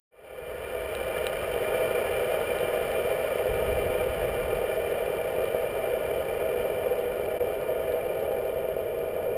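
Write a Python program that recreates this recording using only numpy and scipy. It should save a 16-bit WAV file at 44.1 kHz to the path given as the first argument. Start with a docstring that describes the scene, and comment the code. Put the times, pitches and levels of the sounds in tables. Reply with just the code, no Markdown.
"""A longboard fades in, rolling down an asphalt road; a small camera rides on the deck beside a wheel.
The grain of the road shakes wheels, trucks and deck into a hollow roar, and the camera holds each of its
coarse samples, mirroring that roar into a thin, gritty fizz. Wind buffets the microphone, grit ticks
and small pits knock the deck. After two seconds the board starts to slow a little; the biggest gust
hits near 3.6 s, and near 7.4 s the level dips briefly."""
import sys
import numpy as np
from scipy import signal
from scipy.fft import rfft, irfft
from scipy.io import wavfile

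SR = 44100
rng = np.random.default_rng(int(sys.argv[2]) if len(sys.argv) > 2 else 0)


def int16_out(signal):
    """Quantize to a 16-bit WAV file."""
    q = np.round(np.clip(np.atleast_2d(signal).T, -1, 1) * 32767)
    wavfile.write(sys.argv[1], SR, q.astype(np.int16))


N = 413216
TAPS = 8192
TIME = np.arange(N) / SR
BINS_HZ = np.fft.rfftfreq(TAPS, 1 / SR)


def amp(db):
    """Decibels to gain."""
    return 10 ** (np.asarray(db) / 20)


def rms(x):
    """Root mean square."""
    return np.sqrt(np.mean(x ** 2) + 1e-20)


def spectrum(points):
    """An EQ curve: gain per bin through (f/Hz, level/dB) points on a log-frequency axis."""
    hz, db = np.transpose(points)
    return amp(np.interp(np.log(BINS_HZ + 1), np.log(hz), db))


def resonances(modes):
    """Gain per bin of steep-sided (f/Hz, width/Hz, level/dB) resonances."""
    return np.sqrt(sum(amp(db) ** 2 / (1 + (2 * (BINS_HZ - hz) / width) ** 4) for hz, width, db in modes))


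def ring(gain):
    """The minimum-phase impulse response with this gain per bin."""
    log_gain = np.log(np.maximum(gain, 1e-5))
    mirrored = np.concatenate([log_gain, log_gain[-2:0:-1]])
    return np.fft.ifft(np.exp(np.conj(signal.hilbert(mirrored)))).real[:TAPS // 2]


def through(x, response):
    """Plays x through an impulse response."""
    return signal.oaconvolve(x, response)[:N]


def band(x, low_hz, high_hz, order=4):
    """Band-pass without delay."""
    hz = np.fft.rfftfreq(N, 1 / SR) + 1e-3
    low_cut = 1 + (low_hz / hz) ** (2 * order)
    high_cut = 1 + (hz / high_hz) ** (2 * order)
    return irfft(rfft(x) / np.sqrt(low_cut * high_cut), N)


def flicker(low_hz, high_hz):
    """A random wobble of unit RMS between two rates."""
    wobble = band(rng.standard_normal(N), low_hz, high_hz, order=1)
    return wobble / rms(wobble)


def speed(s, slows_from_s=2.11, loss_per_s=0.07):
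    """The board's share of full speed: it holds, then falls steadily."""
    return np.clip(1 - loss_per_s * np.maximum(s - slows_from_s, 0), .1, 1)


def at_level(x, db, speed_power):
    """Sets x to a level at full speed and rides it down as the board slows."""
    return x / rms(x) * amp(db) * speed(TIME) ** speed_power


def road(stones_per_s=12000, size_spread_db=2.):
    """Tiny blows on the wheels from the stones of the asphalt."""
    hits = rng.random(N) < stones_per_s / SR
    return hits * rng.standard_normal(N) * amp(size_spread_db * rng.standard_normal(N))


def board(roar_db=-28, rattle_db=-37, shake_db=0.7, split_hz=850):
    """The road rings the board: a low roar, and a fine rattle that speed wakes and wheel load shakes."""
    # resonances of deck, trucks, wheels and camera case: f/Hz, width/Hz, level/dB
    modes = [(78, 29, -23), (228.6, 28, -20.5), (429.4, 94, -5.5), (486.3, 30, -1.5), (522.4, 68, -2.6),
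             (629.7, 55, -2.5), (684, 39, -11.4), (792.7, 39, -12), (917.5, 59, -18.5), (1041, 54, -22),
             (1225, 105, -19.5), (1431, 90, -19.5), (1580, 57, -27), (1701, 52, -21.5), (1780, 71, -22.5),
             (1897, 103, -27.5), (2044, 78, -26.5), (2146, 89, -28), (2307, 150, -24.5), (2379, 100, -16.5),
             (2650, 66, -30.5), (2798, 163, -26.0), (2955, 100, -31), (3058, 138, -24.5), (3374, 125, -36),
             (4580, 84, -41.5)]
    # broad body between the resonances: f/Hz, level/dB
    body = [(20, -32.5), (60, -24.5), (150, -19.5), (300, -30.5), (800, -40), (2000, -33), (2550, -47.3),
            (3500, -40), (4200, -48.5), (5200, -44), (5800, -57.5)]
    # coarseness of the asphalt, as the strength of its blows: t/s, level/dB
    asphalt = [(0.12, -0.6), (0.9, -2.2), (1.5, -3), (1.62, -0.35), (3.55, 0.3), (4.3, -0.1), (5.0, -0.5),
               (5.5, 0.1), (6.7, 0.5), (7.3, 0.1), (8.2, 0.5), (8.8, -1.5), (9.35, 1)]
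    response = ring(np.hypot(resonances(modes), spectrum(body)))
    force, wheel_load = road(), flicker(6.4, 70)
    coarse_db = np.interp(TIME, *np.transpose(asphalt))
    lift, knocks = pits(response, split_hz)
    roar = band(through(force * (1 - lift), response), 0, split_hz, order=5)
    roar = at_level(roar, roar_db + coarse_db, speed_power=0.27)
    shaken = through(force * amp(shake_db * wheel_load), response)
    rattle = shaken - band(shaken, 0, split_hz, order=5)
    rattle = at_level(rattle, rattle_db + 0.58 * coarse_db, speed_power=1.72)
    return roar + knocks + rattle


def wind(steady_db=-48.5, lump_db=1.0, drift_db=0.9, attack_s=0.076, release_s=.1):
    """Air streams past the microphone in low, lumpy buffets; each gust rises, holds and dies away."""
    # colour of the wind: f/Hz, level/dB
    colour = [(8, -31), (22, -6), (38, 3.5), (75, 4.5), (130, -4.5), (230, -11), (400, -16.5), (1200, -56)]
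    # gusts: start t/s, length/s, level/dB over the steady wind
    gusts = [(0.36, 0.55, 4.5), (1.3, 0.11, 5), (3.45, .2, 11), (3.58, 0.31, 15), (3.897, 0.67, 10),
             (8.15, 1.2, 3)]
    air = through(rng.standard_normal(N), ring(spectrum(colour)))
    buffeting = amp(lump_db * flicker(5.46, 20) + drift_db * flicker(.7, 3))
    gust_db = np.zeros(N)
    for s, length, db in gusts:
        rise = (TIME - s) / attack_s
        fall = 1 - (TIME - s - length) / release_s
        gust_db = np.maximum(gust_db, db * np.clip(np.minimum(rise, fall), 0, 1))
    return at_level(air * buffeting, steady_db + gust_db, speed_power=0.66)


def grit(ring_width_hz=340, crush_s=0.00045, crumb_count=150, crumb_db=-41., dull_below_db=-26.):
    """Each piece of grit cracks in a short burst and rings at its own pitch; faint crumbs tick between."""
    # grit snapping out from under a wheel: t/s, peak level/dB, ring f/Hz
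    pieces = [(0.9512, -20.5, 3880), (1.1732, -36, 3720), (1.2681, -15, 3900), (1.4147, -32, 3750),
              (1.4451, -36, 3790), (2.587, -27, 3880), (2.9168, -31, 4500), (3.1039, -37, 3920),
              (3.4675, -34, 4580), (4.4338, -37, 4570), (4.5526, -32, 3810), (4.9147, -32, 3750),
              (5.422, -37, 4700), (5.455, -33, 3850), (6.988, -41, 4650), (7.6141, -36, 4590),
              (7.9224, -33, 3840), (8.1963, -37, 3920)]
    # the wheel's answer to the snap: f/Hz, width/Hz, level/dB against the grit's undamped ring
    wheel_modes = [(1400, 600, -0.5), (2130, 370, -4), (2820, 560, 2), (5000, 1800, -20)]
    when, size, pitch = rng.random((crumb_count, 3)).T
    crumb_s = when * (N / SR)
    speed_db = 20 * np.log10(speed(crumb_s))
    crumbs = np.transpose([crumb_s, crumb_db + .7 * speed_db + 3 * size, 3500 + 1500 * pitch])
    age = np.arange(256) / SR
    ticks = np.zeros(N + TAPS)
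    for s, db, hz in np.vstack([pieces, crumbs]):
        crack = (age == 0) + .06 * rng.standard_normal(len(age)) * np.exp(-age / crush_s)
        # the wheel damps small pieces: their ring is wider and weaker
        damping = np.clip(amp(dull_below_db - db), 1, 3)
        grit_mode = (hz, ring_width_hz * damping, -10 * np.log10(damping))
        tick = signal.fftconvolve(crack, ring(resonances([*wheel_modes, grit_mode])))
        ticks[round(s * SR):][:len(tick)] += amp(db) * tick / abs(tick).max()
    return ticks[:N]


def pits(response, cutoff_hz, lift_depth=0.42, lift_s=0.0088):
    """A wheel unloads while it spans a pit, then the far edge gives the deck one soft knock."""
    # pits in the asphalt: t/s, peak level/dB ahead of the low-pass
    pit_hits = [(1.562, -15), (1.91, -16.5), (2.631, -14), (3.357, -14.5), (3.457, -15.5), (3.865, -13.5),
                (4.57, -17), (5.078, -17), (5.384, -13), (5.547, -12), (6.16, -15), (7.057, -18),
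                (7.197, -15), (7.663, -18.5), (7.938, -16), (8.309, -13.5), (8.642, -17.5), (8.687, -16),
                (8.766, -15)]
    times, levels_db = np.transpose(pit_hits)
    spans = sum(np.exp(-((TIME - s + lift_s / 2) / lift_s) ** 2) for s in times)
    lift = np.clip(lift_depth * spans, 0, 1)
    blows = np.bincount(np.round(times * SR).astype(int), amp(levels_db), N)
    knocks = band(through(blows, response / abs(response).max()), 0, cutoff_hz)
    return lift, knocks


def scene():
    """Board, grit and wind at one microphone."""
    return (board() + grit() + wind())[None]


def record(dry):
    """The sound fades in and dips once; the camera holds each coarse sample, mirroring it into fizz."""
    fade_start_s, fade_s = 0.11, 1.045
    dip_s, dip_half_s, dip_depth = 7.391, 0.017, 0.97
    hold_hz, top_hz = 12000, 15330
    fade = np.clip((TIME - fade_start_s) / fade_s, 0, 1)
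    dip = 1 - dip_depth * np.maximum(1 - abs(TIME - dip_s) / dip_half_s, 0)
    coarse = signal.resample_poly(dry[0] * fade * dip, hold_hz, SR, window=("kaiser", 6))
    held = signal.resample(np.repeat(coarse, 4), round(len(coarse) * SR / hold_hz))[:N]
    high_cut = signal.firwin(511, top_hz, window=("kaiser", 9), fs=SR)
    return signal.oaconvolve(held, high_cut, "same")[None]


dry = scene()
out = record(dry)
int16_out(out)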